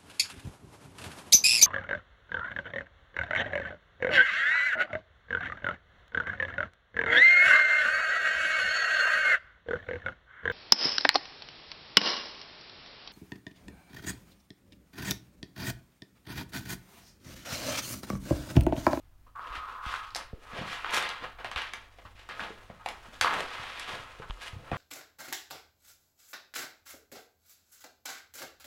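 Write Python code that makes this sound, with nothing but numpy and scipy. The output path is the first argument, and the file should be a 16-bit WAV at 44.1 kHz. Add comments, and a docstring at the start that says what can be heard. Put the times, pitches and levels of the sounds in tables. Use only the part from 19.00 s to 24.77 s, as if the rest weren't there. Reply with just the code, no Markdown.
"""A tiled kitchen: a cat shoves its way into a cardboard box on the floor, heard from close by.
The box skids in tiny slips that ring its panels; fur and paws rub and crackle the card.
Snaps are chirps spread by bending waves, panel thocks and padded paw thuds are damped flexes.
Box modes colour the friction and knocks; a short room echo colours these and the paw thuds.
Bumps and creaks of a hand-held camera stay dry, over a wavering noise floor and an appliance's two-tone hum."""
import sys
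import numpy as np
from scipy import signal
from scipy.fft import rfft, irfft, next_fast_len
from scipy.io import wavfile
from scipy.ndimage import uniform_filter1d

SR = 44100
rng = np.random.default_rng(int(sys.argv[2]) if len(sys.argv) > 2 else 0)


def materialize(psi):
    """Save the field psi as 16-bit PCM at rate SR to the path in sys.argv[1].

    A 1-D psi becomes a single channel; in a 2-D psi each row is a channel.
    """
    bounded = np.clip(np.atleast_2d(psi).T, -1, 1)
    quanta = np.round(bounded * 32767).astype(np.int16)
    wavfile.write(sys.argv[1], SR, quanta)


N = 254455
TIME = np.arange(N) / SR  # s

# spectrum of fur and paws on card, shared by rub and crackle: (frequency [Hz], level [dB])
RUB_SPECTRUM = [(80, -15), (200, -7), (400, -1), (700, 1), (1200, -2.5), (2000, 0), (2800, 0.5),
                (3500, -2.7), (4500, -9.5), (6000, -17), (8000, -22), (11500, -28), (15500, -42.5)]


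def undb(db):
    """Decibels to gain."""
    return 10 ** (np.asarray(db) / 20)


def unit(x):
    """Scale to rms 1."""
    return x / np.sqrt(np.mean(x ** 2))


def add(track, s, sound):
    """Mix a sound into the track at a time in seconds."""
    start = int(s * SR)
    track[start:start + len(sound)] += sound[:N - start]


def filtered(x, response):
    """Filter by a response given as a function of frequency in Hz."""
    size = next_fast_len(2 * len(x))
    f = np.arange(size // 2 + 1) * SR / size + 1e-6  # the offset avoids dividing by 0 Hz
    return irfft(rfft(x, size) * response(f), size)[:len(x)]


def colour(f, points):
    """Gain along (frequency [Hz], level [dB]) points, straight on a log frequency scale."""
    hz, db = np.transpose(points)
    return undb(np.interp(np.log(f), np.log(hz), db))


def above(f, hz):
    """Smooth crossover: near 0 well under hz, near 1 well over it."""
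    return 1 / (1 + (hz / f) ** 8)


def fade(t, t60):
    """Exponential decay by 60 dB in t60 seconds."""
    return np.exp(-np.log(1000) * t / t60)


def walk(rate):
    """Smooth random wander of rms 1, with a new target rate times a second."""
    size = max(int(SR / rate), 1)
    steps = np.repeat(rng.standard_normal(N // size + 1), size)
    return unit(uniform_filter1d(steps, size)[:N])


def slips(rate, spread_db, patchy_db, patch_rate):
    """Friction as random tiny slips, rate a second, of uneven size and wandering strength."""
    sizes = rng.standard_normal(N) * undb(spread_db * rng.standard_normal(N))
    happens = rng.random(N) < rate / SR
    return unit(sizes * happens * undb(patchy_db * walk(patch_rate)))


def bend(f, lag_s):
    """Bending waves in a sheet: highs arrive first; lag_s is the delay at 1 kHz."""
    return np.exp(-4j * np.pi * lag_s * np.sqrt(1000 * f))


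def flex(t, hz, cycles):
    """A heavily damped sheet: its envelope swells to 1 after so many cycles, then dies away."""
    age = t * hz / cycles
    return np.sin(2 * np.pi * hz * t) * age * np.exp(1 - age)


def swell(start, attack, hold, release):
    """One move, in seconds: it gathers force, holds, then falls by 20 dB per release time."""
    age = TIME - start
    rise = np.sin(np.pi / 2 * np.clip(age / attack, 0, 1)) ** 2
    return rise * undb(-20 * np.maximum(age - attack - hold, 0) / release)


def moves(fidget_db=1.5, fidget_rate=22, jerk_db=0.6, jerk_rate=40):
    """Gains of skid, rasp, boom and hiss: the cat's moves add in power, and all jerk together."""
    # the box slides over the tiles, level before the skid's own trim:
    # (start [s], attack [s], hold [s], release [s per 20 dB], level [dB])
    slides = [ (0.345, .018, .475, .156, -41), (0.66, .025, .03, .06, -41), (0.827, .049, .07, .214, -36),
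              (1.389, .2, .243, .177, -42.8), (1.824, .054, .081, .091, -36.5),
              (1.915, .035, .019, .34, -33.9), (2.206, .035, .014, .054, -38.5),
              (3.78, .04, .01, .04, -50.5), (4.229, .025, .018, .28, -27.5),
              (4.492, .097, .052, .295, -42.5), (4.853, .027, .05, .381, -41.2),
              (5.603, .095, .04, .096, -47.5)]
    # strokes of the body along the card, levels before the rub's own trims: (start [s], attack [s],
    # hold [s], release [s per 20 dB], level [dB], boom over level [dB], hiss over level [dB])
    strokes = [ (0.348, .117, .262, .14, -53, -5, -17), (0.484, .06, .022, .04, -44.5, -13, -20),
               (0.79, .11, .04, .2, -41.3, -22, -16), (1.487, .11, .02, .07, -40, 0, -20),
               (1.63, .084, .025, .16, -38.3, -19, -15.5), (1.815, .05, .055, .096, -40.3, -10, -30),
               (1.905, .05, .022, .045, -29.5, -11, -10), (1.974, .045, .01, .21, -33.8, -13, -26),
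               (2.2, .038, .028, .04, -46.5, 0, -22), (3.139, .04, .025, .12, -53.5, -14, -16),
               (3.325, .051, .06, .3, -54.7, 3, -9), (4.282, .068, .07, .09, -40.3, 2, -14),
               (4.408, .116, .375, .286, -43, -13, -17.5), (4.865, .035, .085, .158, -49, 0, -11),
               (5.385, .05, .045, .053, -44.5, -18, -11), (5.512, .025, .163, .107, -64, 8, -14),
               (5.716, .01, .05, .1, -51, 6, -15)]
    # short kicks that jog the box and scuff its wall, levels before those trims:
    # (time [s], skid level [dB], rub over skid [dB], release [s per 20 dB])
    scuffs = [ (0.262, -56, -12, .026), (1.159, -41, -5, .121), (2.383, -39, -9, .062),
              (2.444, -38.3, -4, .07), (2.515, -47, 3, .055), (2.561, -43.2, 9, .17),
              (2.738, -45.2, -1, .092), (2.982, -52.5, -6, .021), (3.048, -46, -7, .029),
              (3.287, -42, -2, .2), (3.394, -36.5, -3, .142), (3.693, -46.5, -13, .025),
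              (3.862, -39.2, -10, .121), (4.045, -46.6, -12, .031), (4.212, -33.5, 4, .2),
              (5.218, -44.5, -11, .05), (5.716, -37.5, -8, .165)]
    # restless rustle between moves, before fidgets, jerks and trims: (time [s], level [dB])
    rustle_levels = [(0, -76), (0.19, -90), (1.39, -68), (1.44, -57), (2.34, -67), (3.13, -68), (3.6, -64),
                     (4.19, -57), (5.14, -59), (5.44, -63), (5.77, -57)]
    rustle_mix_db = [2.4, 0, -1.2, -8.4]  # skid, rasp, boom, hiss
    scuff_attack_s, scuff_hold_s = .007, .007
    scuff_boom_db, scuff_hiss_db = -8, -23  # boom against skid, hiss against rasp

    rustle = undb(np.interp(TIME, *np.transpose(rustle_levels)) + fidget_db * walk(fidget_rate))
    power = np.outer(undb(rustle_mix_db), rustle) ** 2
    for *shape, db in slides:
        power[0] += (undb(db) * swell(*shape)) ** 2
    for *shape, db, boom_db, hiss_db in strokes:
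        mix = undb([db, db + boom_db, db + hiss_db])
        power[1:] += np.outer(mix, swell(*shape)) ** 2
    for s, db, rub_db, release in scuffs:
        mix = undb(db) * undb([0, rub_db, scuff_boom_db, rub_db + scuff_hiss_db])
        power += np.outer(mix, swell(s, scuff_attack_s, scuff_hold_s, release)) ** 2
    return np.sqrt(power) * undb(jerk_db * walk(jerk_rate))


def skid(gain, free_db=-3, loaded_db=-4):
    """The base judders over the tiles and rings the bottom panel; the cat's weight broadens the ring."""
    # spectrum of the empty box skidding: (frequency [Hz], level [dB])
    free_spectrum = [(300, -40), (650, -24), (850, -13), (1030, -3), (1170, 0), (1320, -2), (1600, -14),
                     (2100, -26), (5000, -46)]
    # spectrum with the cat's weight on the box: (frequency [Hz], level [dB])
    loaded_spectrum = [(300, -27), (650, -10.5), (900, -1.5), (1050, 0.5), (1300, 2), (1600, -6.5),
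                       (1900, -7), (2500, -12.5), (5000, -42.5)]
    climbs_in_s = 1.14
    judder = slips(rate=2500, spread_db=0.2, patchy_db=0.9, patch_rate=78)
    free = undb(free_db) * unit(filtered(judder, lambda f: colour(f, free_spectrum)))
    loaded = undb(loaded_db) * unit(filtered(judder, lambda f: colour(f, loaded_spectrum)))
    return gain * np.where(TIME < climbs_in_s, free, loaded)


def rub(rasp_gain, boom_gain, hiss_gain, rasp_db=-1.0, boom_db=-3, hiss_db=-2, boom_hz=800, hiss_hz=5500):
    """Fur and paws drag on the card: hollow boom, middle rasp and top hiss each follow their own gain."""
    grains = slips(rate=10000, spread_db=1.5, patchy_db=2, patch_rate=75)
    drag = filtered(grains, lambda f: colour(f, RUB_SPECTRUM))
    rasp = unit(filtered(drag, lambda f: above(f, boom_hz) - above(f, hiss_hz)))
    boom = unit(filtered(drag, lambda f: 1 - above(f, boom_hz)))
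    hiss = unit(filtered(drag, lambda f: above(f, hiss_hz)))
    middle_and_low = undb(rasp_db) * rasp_gain * rasp + undb(boom_db) * boom_gain * boom
    return middle_and_low + undb(hiss_db) * hiss_gain * hiss


def crackle(gain, db=-11, rate=130, spread_db=3, lag_s=0.001225):
    """The card creases as it is pressed: sparse ticks, bent into chirps, that grow with the rubbing."""
    signs = rng.choice([-1, 1], N)
    happens = rng.random(N) < rate / SR
    ticks = signs * happens * undb(spread_db * rng.standard_normal(N))
    creases = filtered(ticks, lambda f: colour(f, RUB_SPECTRUM) * bend(f, lag_s))
    return undb(db) * gain * unit(creases)


def knocks(snap_db=6, thock_db=-1, lag_s=.0012, chatter=0.21, chatter_t60=0.022, cycles=0.74):
    """Each blow sends a falling chirp through the card; flaps chatter and the struck panel flexes."""
    # snaps and knocks of the card, strengths before the trims snap_db and thock_db: (time [s],
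    # snap strength [dB], sharpness [dB], panel thock level [dB], panel pitch [Hz])
    blows = [ (0.358, -41, -5, -36, 1210), (0.393, -43, -8, -28, 1140), (0.553, -32, -2, -25, 1350),
             (0.939, -31, 0, -19, 1360), (1.105, -43, 6, -37, 4400), (1.148, -21, 8, -16, 4750),
             (1.157, -18.5, 0, -27, 740), (1.1627, -17.5, 11, -19, 4950), (1.728, -27, -3, -28, 1230),
             (1.845, -19.5, -18.5, -20, 1330), (1.907, -28, 8, -40, 1210), (1.945, -14.5, 14, -29, 1000),
             (1.966, -12, -2, -33, 900), (2.025, -14.5, -5, -23, 1200), (2.090, -22, 2, -23, 4300),
             (2.445, -17, -13, -26.5, 700), (2.514, -20, -7.5, -29, 1070), (2.560, -12.5, -17, -25, 1300),
             (2.577, -22, -6, -24, 1400), (2.618, -17, -7, -36, 1000), (2.735, -15.5, -5, -32, 1190),
             (2.985, -39, -8, -42, 650), (3.051, -47, -8, -40, 1020), (3.289, -31, 2, -31, 1200),
             (3.394, -32, 0, -21, 1510), (3.503, -42, -15, -35, 414), (3.699, -38, -14, -35, 606),
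             (3.860, -16.5, -4.5, -20, 807), (3.887, -18, -1, -31, 900), (4.211, -1.5, 0, -16.5, 1290),
             (4.245, -13, -12, -10.5, 1130), (4.268, -29, -11, -13, 1150), (4.339, -17, -2, -26, 805),
             (4.405, -16, -4, -30.5, 630), (4.796, -20, 0, -34, 1240), (5.198, -38, -10, -35, 450),
             (5.220, -44, -8, -33, 1200), (5.715, -20.5, -16, -21, 700), (5.743, -43, -12, -28, 1120)]
    # spectrum of a snap: (frequency [Hz], level [dB])
    snap_spectrum = [(80, -16), (250, -9.5), (500, -1.5), (1000, 1), (2000, 5), (3500, 3), (5000, -2.5),
                     (7000, -5.5), (11500, -13), (15500, -30)]
    out, t = np.zeros(N), TIME[:4096]
    noises = rng.standard_normal((len(blows), len(t)))
    for (s, strength_db, sharp_db, panel_db, panel_hz), noise in zip(blows, noises):
        blow = (t == 0) + chatter * noise * fade(t, chatter_t60)
        contact = [(2800, 0), (5400, sharp_db)]  # sharpness tilts the treble
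        snap = filtered(blow, lambda f: colour(f, snap_spectrum) * colour(f, contact) * bend(f, lag_s))
        add(out, s, undb(strength_db + snap_db) * snap / np.linalg.norm(snap))
        # the slow bending wave sets the whole panel moving a moment after the snap
        add(out, s + lag_s, undb(panel_db + thock_db) * flex(t, panel_hz, cycles))
    return out


def thuds(db=-1, cycles=0.43):
    """Padded paws and body push softly, so only a damped low flex sounds."""
    # soft falls of paws and body, before the trim db: (time [s], level [dB], pitch [Hz])
    falls = [(1.331, -34, 420), (1.533, -37.5, 167), (1.589, -34, 137), (1.613, -27.5, 164),
             (1.701, -47, 120), (2.224, -40, 270), (2.457, -45, 108), (3.052, -43, 88), (3.42, -39.5, 162),
             (3.502, -47, 191), (3.70, -37, 166), (4.084, -45.5, 188), (4.212, -40.5, 91),
             (4.365, -37.5, 162), (4.596, -41, 120), (4.933, -39, 130), (4.997, -42, 119),
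             (5.198, -37, 139), (5.531, -34, 98), (5.564, -32, 118), (5.717, -29, 160), (5.719, -29, 373),
             (5.729, -25, 129)]
    out, t = np.zeros(N), TIME[:SR // 4]
    for s, level_db, hz in falls:
        add(out, s, undb(level_db + db) * flex(t, hz, cycles))
    return out


def box(x, db=-1):
    """The hollow box adds narrow resonances to the friction and knocks that shake it."""
    # modes of the box, before the trim db: (frequency [Hz], width [Hz], gain [dB])
    modes = [(704, 15, -15.5), (900, 21, -5.5), (1042, 7.6, -1), (1163, 17, -20.5), (1262, 15, -6.5),
             (1321, 48, -11), (1520, 19, -2), (1640, 66, -6), (1848, 48, -4.5), (2100, 11, -3),
             (2336, 26, -9.5), (2540, 9.5, -16)]

    def response(f):
        """Direct sound plus one resonance per mode."""
        total = 1
        for hz, width, gain_db in modes:
            total = total + undb(gain_db) / (1 + 1j * (f * f - hz * hz) / (f * width))
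        return total

    return undb(db) * filtered(x, response)


def kitchen(x, wet_db, low_t60=0.32, high_t60=0.24, split_hz=5000, gap_s=0.0019):
    """Tiles and cupboard doors return a dense, short echo whose treble dies first."""
    t = TIME[:SR // 2]
    noise = rng.standard_normal(len(t)) * (t > gap_s)
    high = filtered(noise, lambda f: above(f, split_hz))
    echo = (noise - high) * fade(t, low_t60) + high * fade(t, high_t60)
    return x + undb(wet_db) * signal.fftconvolve(x, echo / np.linalg.norm(echo))[:N]


def handling(jolt_hz=150, jolt_cycles=0.12, creak_hz=3100, creak_cycles=.9, shell_hz=1100, shell_cycles=0.49,
             shell=1.0):
    """The hand bumps and creaks the camera: decaying low sways, damped jolts and flexes, with no room."""
    # bumps of the hand: (time [s], sway level [dB], pitch [Hz], 60 dB decay [s], share of hard jolt [0-1])
    bumps = [(0.505, -39, 44, 0.25, .2), (0.575, -38, 60, 0.13, .3), (0.864, -30.5, 52.5, 0.13, .7),
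             (1.333, -25.5, 56.4, 0.045, .8), (2.347, -45, 45.5, 0.32, .1), (2.56, -32, 61, 0.1, .5),
             (3.151, -45, 50, 0.11, .5), (5.298, -28.5, 40.6, 0.22, .6), (5.72, -41, 40, .15, .8)]
    # creaks of the camera's shell: (time [s], level [dB])
    creaks = [(5.299, -36), (5.3079, -27.5)]
    out, t = np.zeros(N), TIME[:SR // 4]
    for s, level_db, hz, t60, jolt in bumps:
        sway = np.sin(2 * np.pi * hz * t) * fade(t, t60)
        add(out, s, undb(level_db) * (sway - jolt * flex(t, jolt_hz, jolt_cycles)))
    creak = flex(t, creak_hz, creak_cycles) + shell * flex(t, shell_hz, shell_cycles)
    for s, level_db in creaks:
        add(out, s, undb(level_db) * creak)
    return out


def room_tone(db=-59, waver_db=1.5):
    """A faint wavering rumble and hiss of shaped noise, with an appliance's steady sine hum."""
    # spectrum of the still room: (frequency [Hz], level [dB])
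    air_spectrum = [(25, -0.5), (55, -10), (75, -8.5), (110, -13.5), (170, -25.5), (300, -25.5), (450, -37),
                    (700, -30.5), (1200, -33), (2500, -39.5), (5000, -43), (8000, -46), (15000, -44)]
    # hum of a kitchen appliance: (frequency [Hz], rms level [dB])
    hum_lines = [(48, -63), (99, -68)]
    air = unit(filtered(rng.standard_normal(N), lambda f: colour(f, air_spectrum)))
    air = air * undb(waver_db * walk(9))
    hum = np.zeros(N)
    for hz, line_db in hum_lines:
        hum += np.sqrt(2) * undb(line_db) * np.sin(2 * np.pi * hz * TIME)
    return undb(db) * air + hum


def scene():
    """Box and paws in the kitchen, with the camera's handling noise and the room tone added dry."""
    skid_gain, rasp_gain, boom_gain, hiss_gain = moves()
    rubbing = rub(rasp_gain, boom_gain, hiss_gain) + crackle(rasp_gain)
    friction = kitchen(box(skid(skid_gain) + rubbing), wet_db=-6)
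    impacts = kitchen(box(knocks()) + thuds(), wet_db=-3.5)
    return (friction + impacts + handling() + room_tone())[None]


def record(dry):
    """The camera cuts the top: a steep elliptic low-pass."""
    top_hz = 15900
    low_pass = signal.ellip(10, .2, 70, top_hz, fs=SR, output="sos")
    return signal.sosfilt(low_pass, dry)


dry = scene()
out = record(dry)
materialize(out)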